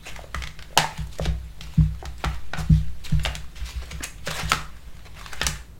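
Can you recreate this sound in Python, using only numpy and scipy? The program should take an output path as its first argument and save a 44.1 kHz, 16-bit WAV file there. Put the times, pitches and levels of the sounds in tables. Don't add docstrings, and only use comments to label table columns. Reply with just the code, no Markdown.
import sys
import numpy as np
from scipy import signal
from scipy.fft import rfft, irfft, next_fast_len
from scipy.io import wavfile
from scipy.ndimage import uniform_filter1d

SR = 44100
rng = np.random.default_rng(int(sys.argv[2]) if len(sys.argv) > 2 else 0)


def master_out(mix):
    frames = np.transpose(np.atleast_2d(mix))
    ceiling = np.clip(frames, -1, 1)
    pcm = np.round(ceiling * 32767).astype(np.int16)
    wavfile.write(sys.argv[1], SR, pcm)


N = 255537

# t/s, level/dB, ring f/Hz, body/dB, fizz/dB
SNAPS = [(.161, -28, 2050, -5.5, -14.5), (.345, -23.5, 1290, -3, -13.5), (0.3456, -27, 1990, 3.5, -14),
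         (0.4214, -21, 2160, -10.5, -19), (0.437, -17.5, 2200, -13, -22), (.472, -18.5, 2040, -17.5, -22),
         (.59, -24, 1580, -11.5, -26), (.624, -23.5, 2200, -16.5, -21.5), (.7748, 4.5, 895, -12, -16.5),
         (0.782, -9, 1010, -18, -23), (.787, -9, 1740, -12, -19), (.977, -27, 910, -14, -11.5),
         (1.07, -41, 910, -10, -3), (1.185, -26.5, 594, -16, -10.5), (1.2542, -19, 3760, -8, -19.5),
         (1.259, -17.5, 725, -12.5, -23), (1.609, -18.5, 3130, -20.5, -27), (2.054, -20.5, 1290, -17, -18),
         (2.18, -40, 1150, -26, -6), (2.24, -20, 1400, -2.5, -29), (2.2452, -13, 1366, -7.5, -21),
         (2.5349, -13.5, 1495, -8, -33), (3.097, -30, 1490, -14.5, -13), (3.195, -26.5, 2720, -7.5, -30),
         (3.2501, -8.5, 2790, -11, -31), (3.2582, -14, 2770, -8, -18), (3.269, -22.5, 645, -10, -17),
         (3.3519, -18, 2720, -15.5, -12.5), (4.006, -39.5, 1680, 6, -22), (4.2734, -16.5, 556, -10, -18.5),
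         (4.281, -18.5, 1470, -9.5, -21), (4.311, -24, 1240, -4.5, -6), (4.3965, -20.5, 1710, -22, -12),
         (4.518, -1.5, 1334, -11, -18.5), (4.531, -15, 1440, -3.5, -13), (4.992, -38.5, 1240, -16, -32),
         (5.193, -35, 1220, -14, -11), (5.212, -37.5, 1160, 2, -7), (5.2611, -23, 1100, -11.5, -22),
         (5.331, -25, 1520, -6, -8.5), (5.4145, -2, 1794, -13.5, -30.5), (5.431, -28, 1750, -20.5, 0.5),
         (5.4659, -7, 3170, -17, -7), (5.4692, -10.5, 7200, -8, -16)]
# f/Hz, level/dB
CRACK_EQ = [(100, -2), (350, -9), (700, -5), (1800, 3), (3200, -4), (5000, -4), (7600, -4), (9000, -9),
            (15500, -18.5)]
# f/Hz, level/dB, t60/s
CUP_MODES = [(690, -9, 0.0066), (872, -7.5, 0.035), (1282, -4, 0.056), (1677, -6.5, 0.038),
             (1864, -10, 0.084), (2200, 6.5, 0.004), (2970, -21, 0.18)]
# t/s, level/dB, ring f/Hz
POPS = [(.1917, -27.5, 690), (.2415, -32, 560), (.706, -42, 482), (.728, -37.5, 586), (.7675, -18.5, 690),
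        (.8435, -13.5, 880), (1.1966, -16.5, 568), (1.26, -27, 367), (1.81, -33.5, 1050),
        (2.0265, -26.5, 740), (2.028, -35.5, 372), (2.0435, -30, 780), (2.24, -17, 820),
        (2.241, -30.5, 300), (2.5349, -21.5, 815), (3.26, -19.5, 747), (4.006, -32.5, 295),
        (4.309, -28, 620)]
# t/s, length/s, level/dB, tilt/(dB per octave)
RASPS = [(0.049, 0.06, -36.5, .5), (1.109, 0.065, -46, 3), (1.205, 0.063, -40, 1.5),
         (1.6, .052, -45.5, 3.5), (1.994, 0.032, -54, 1), (2.56, 0.07, -35, -1.5), (2.576, 0.044, -41, 6.5),
         (2.695, 0.11, -47, 2.5), (3.035, 0.037, -39, 3.5), (3.232, 0.017, -39, 10),
         (3.55, 0.047, -44, 0.5), (3.633, 0.1, -40.5, 3.5), (3.814, 0.035, -42, -2.5),
         (3.905, 0.021, -36, 0), (4.017, 0.046, -32.5, -0.5), (4.035, 0.01, -28, 8), (4.259, 0.02, -34, 4),
         (4.303, 0.014, -33, 4), (4.332, 0.058, -38, 7.5), (4.345, 0.092, -32.5, -2),
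         (4.492, 0.022, -32, 8), (5.044, 0.04, -45, -2), (5.154, 0.056, -43.5, -2),
         (5.316, .032, -38.5, -2)]
# f/Hz, level/dB
TEAR_EQ = [(100, -22), (400, 3), (1000, 3), (2000, 4), (4000, 1), (7000, -5), (10000, -12.5),
           (15500, -21.5)]
# t/s, length/s, level/dB
STROKES = [(0, 5.5, -51), (.04, 0.16, -42.5), (.36, 0.05, -41), (.85, 0.15, -40), (1.17, 0.076, -46),
           (1.64, 0.21, -44), (2.2, 0.14, -41.5), (2.62, .18, -44.5), (3.06, 0.31, -41), (3.58, .38, -41.5),
           (4.28, 0.14, -29.5), (4.49, 0.036, -28.5), (5.19, 0.25, -40), (5.41, 0.15, -42)]
# f/Hz, level/dB
RUSTLE_EQ = [(100, -23.5), (350, -5.5), (800, -5), (1700, 0), (3800, -1), (6000, -11), (10000, -21),
             (16000, -42)]
# f/Hz, level/dB
HISS_EQ = [(1500, -58), (4000, -21), (7000, 0), (10000, -6), (16000, -8)]
# t/s, level/dB, sharpness/(dB per octave)
BUMPS = [(0.35, -28, -9.5), (0.981, -24, -3), (1.199, -22.5, -1), (1.265, -20.5, -6), (1.775, -9.5, 2),
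         (2.052, -32.5, -9.5), (2.246, -22, -5.5), (2.575, -23, -1), (2.695, -8, 1.5), (3.118, -14.5, -0.5),
         (3.253, -26, -9), (3.6, -35.5, -19), (3.747, -31.5, -14.5), (3.921, -30, -6.5), (4.278, -29, 4),
         (4.424, -24.5, -1.5), (4.522, -30.5, 9.5), (5.019, -43, -12.5), (5.422, -32, -16),
         (5.475, -29.5, 5)]
# f/Hz, level/dB, t60/s
TABLE_MODES = [(60.9, 0.5, 0.44), (95.6, -7.5, 0.46), (132.3, -2, 0.15), (153.8, 3, 0.28),
               (255.8, -21, 0.17), (343, -35, 0.22)]
# f/Hz, level/dB
THUD_EQ = [(40, -26), (120, 2), (200, -6), (320, -19.5), (600, -30), (2000, -91)]
# t/s, length/s, level/dB
LEANS = [(2.3, 0.24, -28.5), (2.82, 0.44, -24.5)]
# f/Hz, level/dB
ROCKING_EQ = [(1, -4.5), (5, -6), (14, -20.5), (28, -40.5), (60, -65), (200, -82), (900, -115)]
# delay/s, gain
REFLECTIONS = [(.0085, .3), (0.014, 0.28), (.022, .12), (.031, .12)]
# f/Hz, t60/s
ROOM_DECAY = [(150, 0.29), (1000, 0.4), (4000, 0.29), (8000, 0.33), (15000, 0.26)]
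# f/Hz, level/dB
ROOM_TONE_EQ = [(10, -4.5), (30, -3), (42, 0.5), (58, 5.5), (78, -11), (100, -2.5), (122, -16), (156, -6),
                (205, -20), (300, -22.5), (600, -28.5), (1600, -35.5), (5000, -42), (15500, -45.5)]

HARD_SNAP_DB = -20


def snaps(rows):
    close, send, t = np.zeros(N), np.zeros(N), np.arange(SR // 8) / SR
    for s, db, hz, body_db, fizz_db in rows:
        bands = [(1300, body_db - 3), (3600, -9), (8500, fizz_db)]
        tone = lambda f: curve(CRACK_EQ, f) + curve(bands, f)
        crack_t60 = .015 * .5 ** (max(db - HARD_SNAP_DB, 0) / 21)
        burst = unit(rng.standard_normal(len(t)) * decay(t, crack_t60) * attack(t, .0016))
        partials = sine(hz, t) + amp(-18.5) * sine(1.578 * hz, t)
        patch = partials * decay(t, .018 * np.sqrt(1000 / hz)) * attack(t, .0012)
        wall = sum(amp(level + rng.normal(0, 1.5)) * sine(f * rng.normal(1, .025), t) * decay(t, t60)
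                   for f, level, t60 in CUP_MODES)
        ring = amp(body_db) * (amp(10.5) * patch + amp(-8) * wall)
        add(close, s, amp(db) * (amp(-7) * eq(burst, tone) + ring))
        click = eq(unit(1. * (t == 0)), lambda f: tone(f) + curve([(2000, -.9), (9000, -2.5)], f))
        add(send, s, amp(db) * (amp(-8) * click + amp(-3) * ring))
    return close, send


def crinkles(rub_db, count):
    when, size, pitch = rng.random((count, 3)).T
    levels = rub_db[(when * N).astype(int)] + 7 - 4.5 * (2 * size - 1)
    ring_hz = 1334 * 2 ** (pitch - .5)
    return [(s, db, hz, -10, -16) for s, db, hz in zip(when * N / SR, levels, ring_hz)]


def pops():
    out, t = np.zeros(N), np.arange(SR // 20) / SR
    for s, db, hz in POPS:
        overtones = sine(2 * hz, t) + amp(-6.5) * sine(1800, t)
        ring = sine(hz, t) + amp(-13) * overtones
        add(out, s, amp(db + 9) * ring * decay(t, 8 / hz) * attack(t, .0009))
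    return out


def rasps():
    out = np.zeros(N)
    for s, length, db, tilt in RASPS:
        ring_hz = 2680 * 2 ** (tilt / 5.5)
        count = int(length * SR)
        run = slips(count, per_second=1100, spread_db=3, smooth=.7) * signal.windows.tukey(count, .6)
        ring_db = lambda f: 5 / (1 + (np.log2((f + 1) / ring_hz) / .3) ** 2)
        tone = lambda f: curve(TEAR_EQ, f) + tilt * np.log2((f + 500) / 3000) + ring_db(f)
        tear = eq(np.pad(run, (0, SR // 100)), tone)
        add(out, s, amp(db - 3.5) * unit(tear))
    return out


def rubbing(rub_db):
    rustle = voiced(slips(N, per_second=160, spread_db=3.5, smooth=2.6), RUSTLE_EQ)
    hiss = voiced(slips(N, per_second=200, spread_db=40, smooth=2.5), HISS_EQ)
    hiss_db = -60 + .76 * (rub_db + 43)
    return amp(rub_db - 8) * rustle + amp(hiss_db) * hiss


def slips(count, per_second, spread_db, smooth):
    ticks = (rng.random(count) < per_second / SR) * rng.choice([-1, 1], count)
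    grains = ticks * amp(spread_db * rng.standard_normal(count).clip(-2, 2))
    return unit(unit(grains) + smooth * rng.standard_normal(count))


def wandering_contact(x, depth_db):
    spectrum = signal.stft(x, nperseg=512)[2]
    drift = uniform_filter1d(rng.standard_normal(spectrum.shape), size=9, axis=0)
    drift = unit(uniform_filter1d(drift, size=5, axis=1))
    shifted = signal.istft(spectrum * amp(depth_db * drift), nperseg=512)[1][:len(x)]
    return shifted / amp(depth_db ** 2 / 9)


def squeak(s, length, start_hz, end_hz, db):
    out, count = np.zeros(N), int(length * SR)
    glide = np.sin(2 * np.pi * np.cumsum(np.geomspace(start_hz, end_hz, count)) / SR)
    fuzz = unit(uniform_filter1d(rng.standard_normal(count), size=50))
    add(out, s, amp(db) * unit(fuzz * glide * signal.windows.tukey(count, .6)))
    return out


def table_booms():
    out, t = np.zeros(N), np.arange(SR // 2) / SR
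    kicks = [(s, -33 + .34 * db, 2.5) for s, db, *_ in SNAPS if db > HARD_SNAP_DB]
    for s, db, sharpness in BUMPS + kicks:
        ring = sum(amp(level + sharpness * np.log2(f / 100))
                   * sine(f * rng.normal(1, .0099), t) * decay(t, t60) for f, level, t60 in TABLE_MODES)
        push = amp(-7 + sharpness) * sine(125, t) * decay(t, .014)
        thud = amp(-13.5 + sharpness) * voiced(rng.standard_normal(len(t)), THUD_EQ) * decay(t, .13)
        add(out, s, amp(db) * (ring + push + thud) * attack(t, .0079, power=2))
    return signal.sosfilt(signal.butter(3, 42, "high", fs=SR, output="sos"), out)


def with_echoes(x, db):
    out, dulled = x.copy(), np.convolve(x, [.25, .5, .25])
    for delay, gain in REFLECTIONS:
        add(out, delay, amp(db) * gain * dulled)
    return out


def reverb(x, wet_db):
    out, hop = np.zeros(N), SR // 4
    for start in range(0, N, hop):
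        hz, t, noise = signal.stft(rng.standard_normal(SR // 2), SR, nperseg=256)
        tail = signal.istft(noise * decay(t, curve(ROOM_DECAY, hz)[:, None]), SR, nperseg=256)[1]
        tail *= attack(np.arange(len(tail)) / SR, .0021, power=2)
        add(out, start / SR, signal.fftconvolve(x[start:start + hop], tail / np.linalg.norm(tail)))
    return amp(wet_db) * out


def background():
    room_tone = voiced(rng.standard_normal(N), ROOM_TONE_EQ)
    rocking = voiced(rng.standard_normal(N), ROCKING_EQ)
    lean_db = envelope_db(LEANS, rise_db_per_s=108, fall_db_per_s=45, rest_db=-38)
    return amp(-42) * room_tone + amp(lean_db) * rocking


def envelope_db(moves, rise_db_per_s, fall_db_per_s, rest_db):
    t, level = np.arange(N) / SR, np.full(N, float(rest_db))
    for s, length, db in moves:
        before, after = np.maximum(s - t, 0), np.maximum(t - s - length, 0)
        level = np.maximum(level, db - rise_db_per_s * before - fall_db_per_s * after)
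    return level


def eq(x, db_at):
    size = 2 * next_fast_len(len(x))
    cepstrum = irfft(np.log(amp(db_at(np.fft.rfftfreq(size, 1 / SR)))), size)
    cepstrum[1:size // 2] *= 2
    cepstrum[size // 2 + 1:] = 0
    return irfft(rfft(x, size) * np.exp(rfft(cepstrum)), size)[:len(x)]


def voiced(x, points):
    return unit(eq(x, lambda f: curve(points, f)))


def curve(points, hz):
    f, values = np.transpose(points)
    return np.interp(np.log(hz + 1), np.log(f + 1), values)


def sine(hz, t):
    return np.sin(2 * np.pi * hz * t)


def attack(t, rise_s, power=1):
    return 1 - np.exp(-(t / rise_s) ** power)


def decay(t, t60):
    return np.exp(-np.log(1000) * t / t60)


def amp(db):
    return 10 ** (np.asarray(db) / 20)


def unit(x):
    return x / np.sqrt(np.mean(x ** 2) + 1e-20)


def add(track, s, sound):
    start = round(s * SR)
    part = track[start:start + len(sound)]
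    part += sound[:len(part)]


def scene():
    rub_db = envelope_db(STROKES, rise_db_per_s=378, fall_db_per_s=150, rest_db=-85)
    close_snaps, snap_send = snaps(SNAPS + crinkles(rub_db, count=50))
    dents = pops()
    fingers = wandering_contact(rasps() + rubbing(rub_db), depth_db=2.5)
    fingers += squeak(s=3.043, length=.036, start_hz=5300, end_hz=1805, db=-40.5)
    direct = with_echoes(close_snaps, db=-5) + with_echoes(dents, db=-14) + fingers + table_booms()
    tails = reverb(snap_send, wet_db=-4) + reverb(dents, wet_db=-7) + reverb(fingers, wet_db=-6)
    return (direct + tails + background())[None]


def record(dry):
    saturated = dry / (1 + np.abs(dry / .78) ** 8) ** (1 / 8)
    size = next_fast_len(N + SR // 2)
    passband = np.fft.rfftfreq(size, 1 / SR) < 16000
    return irfft(rfft(saturated, size) * passband, size)[..., :N]


dry = scene()
out = record(dry)
master_out(out)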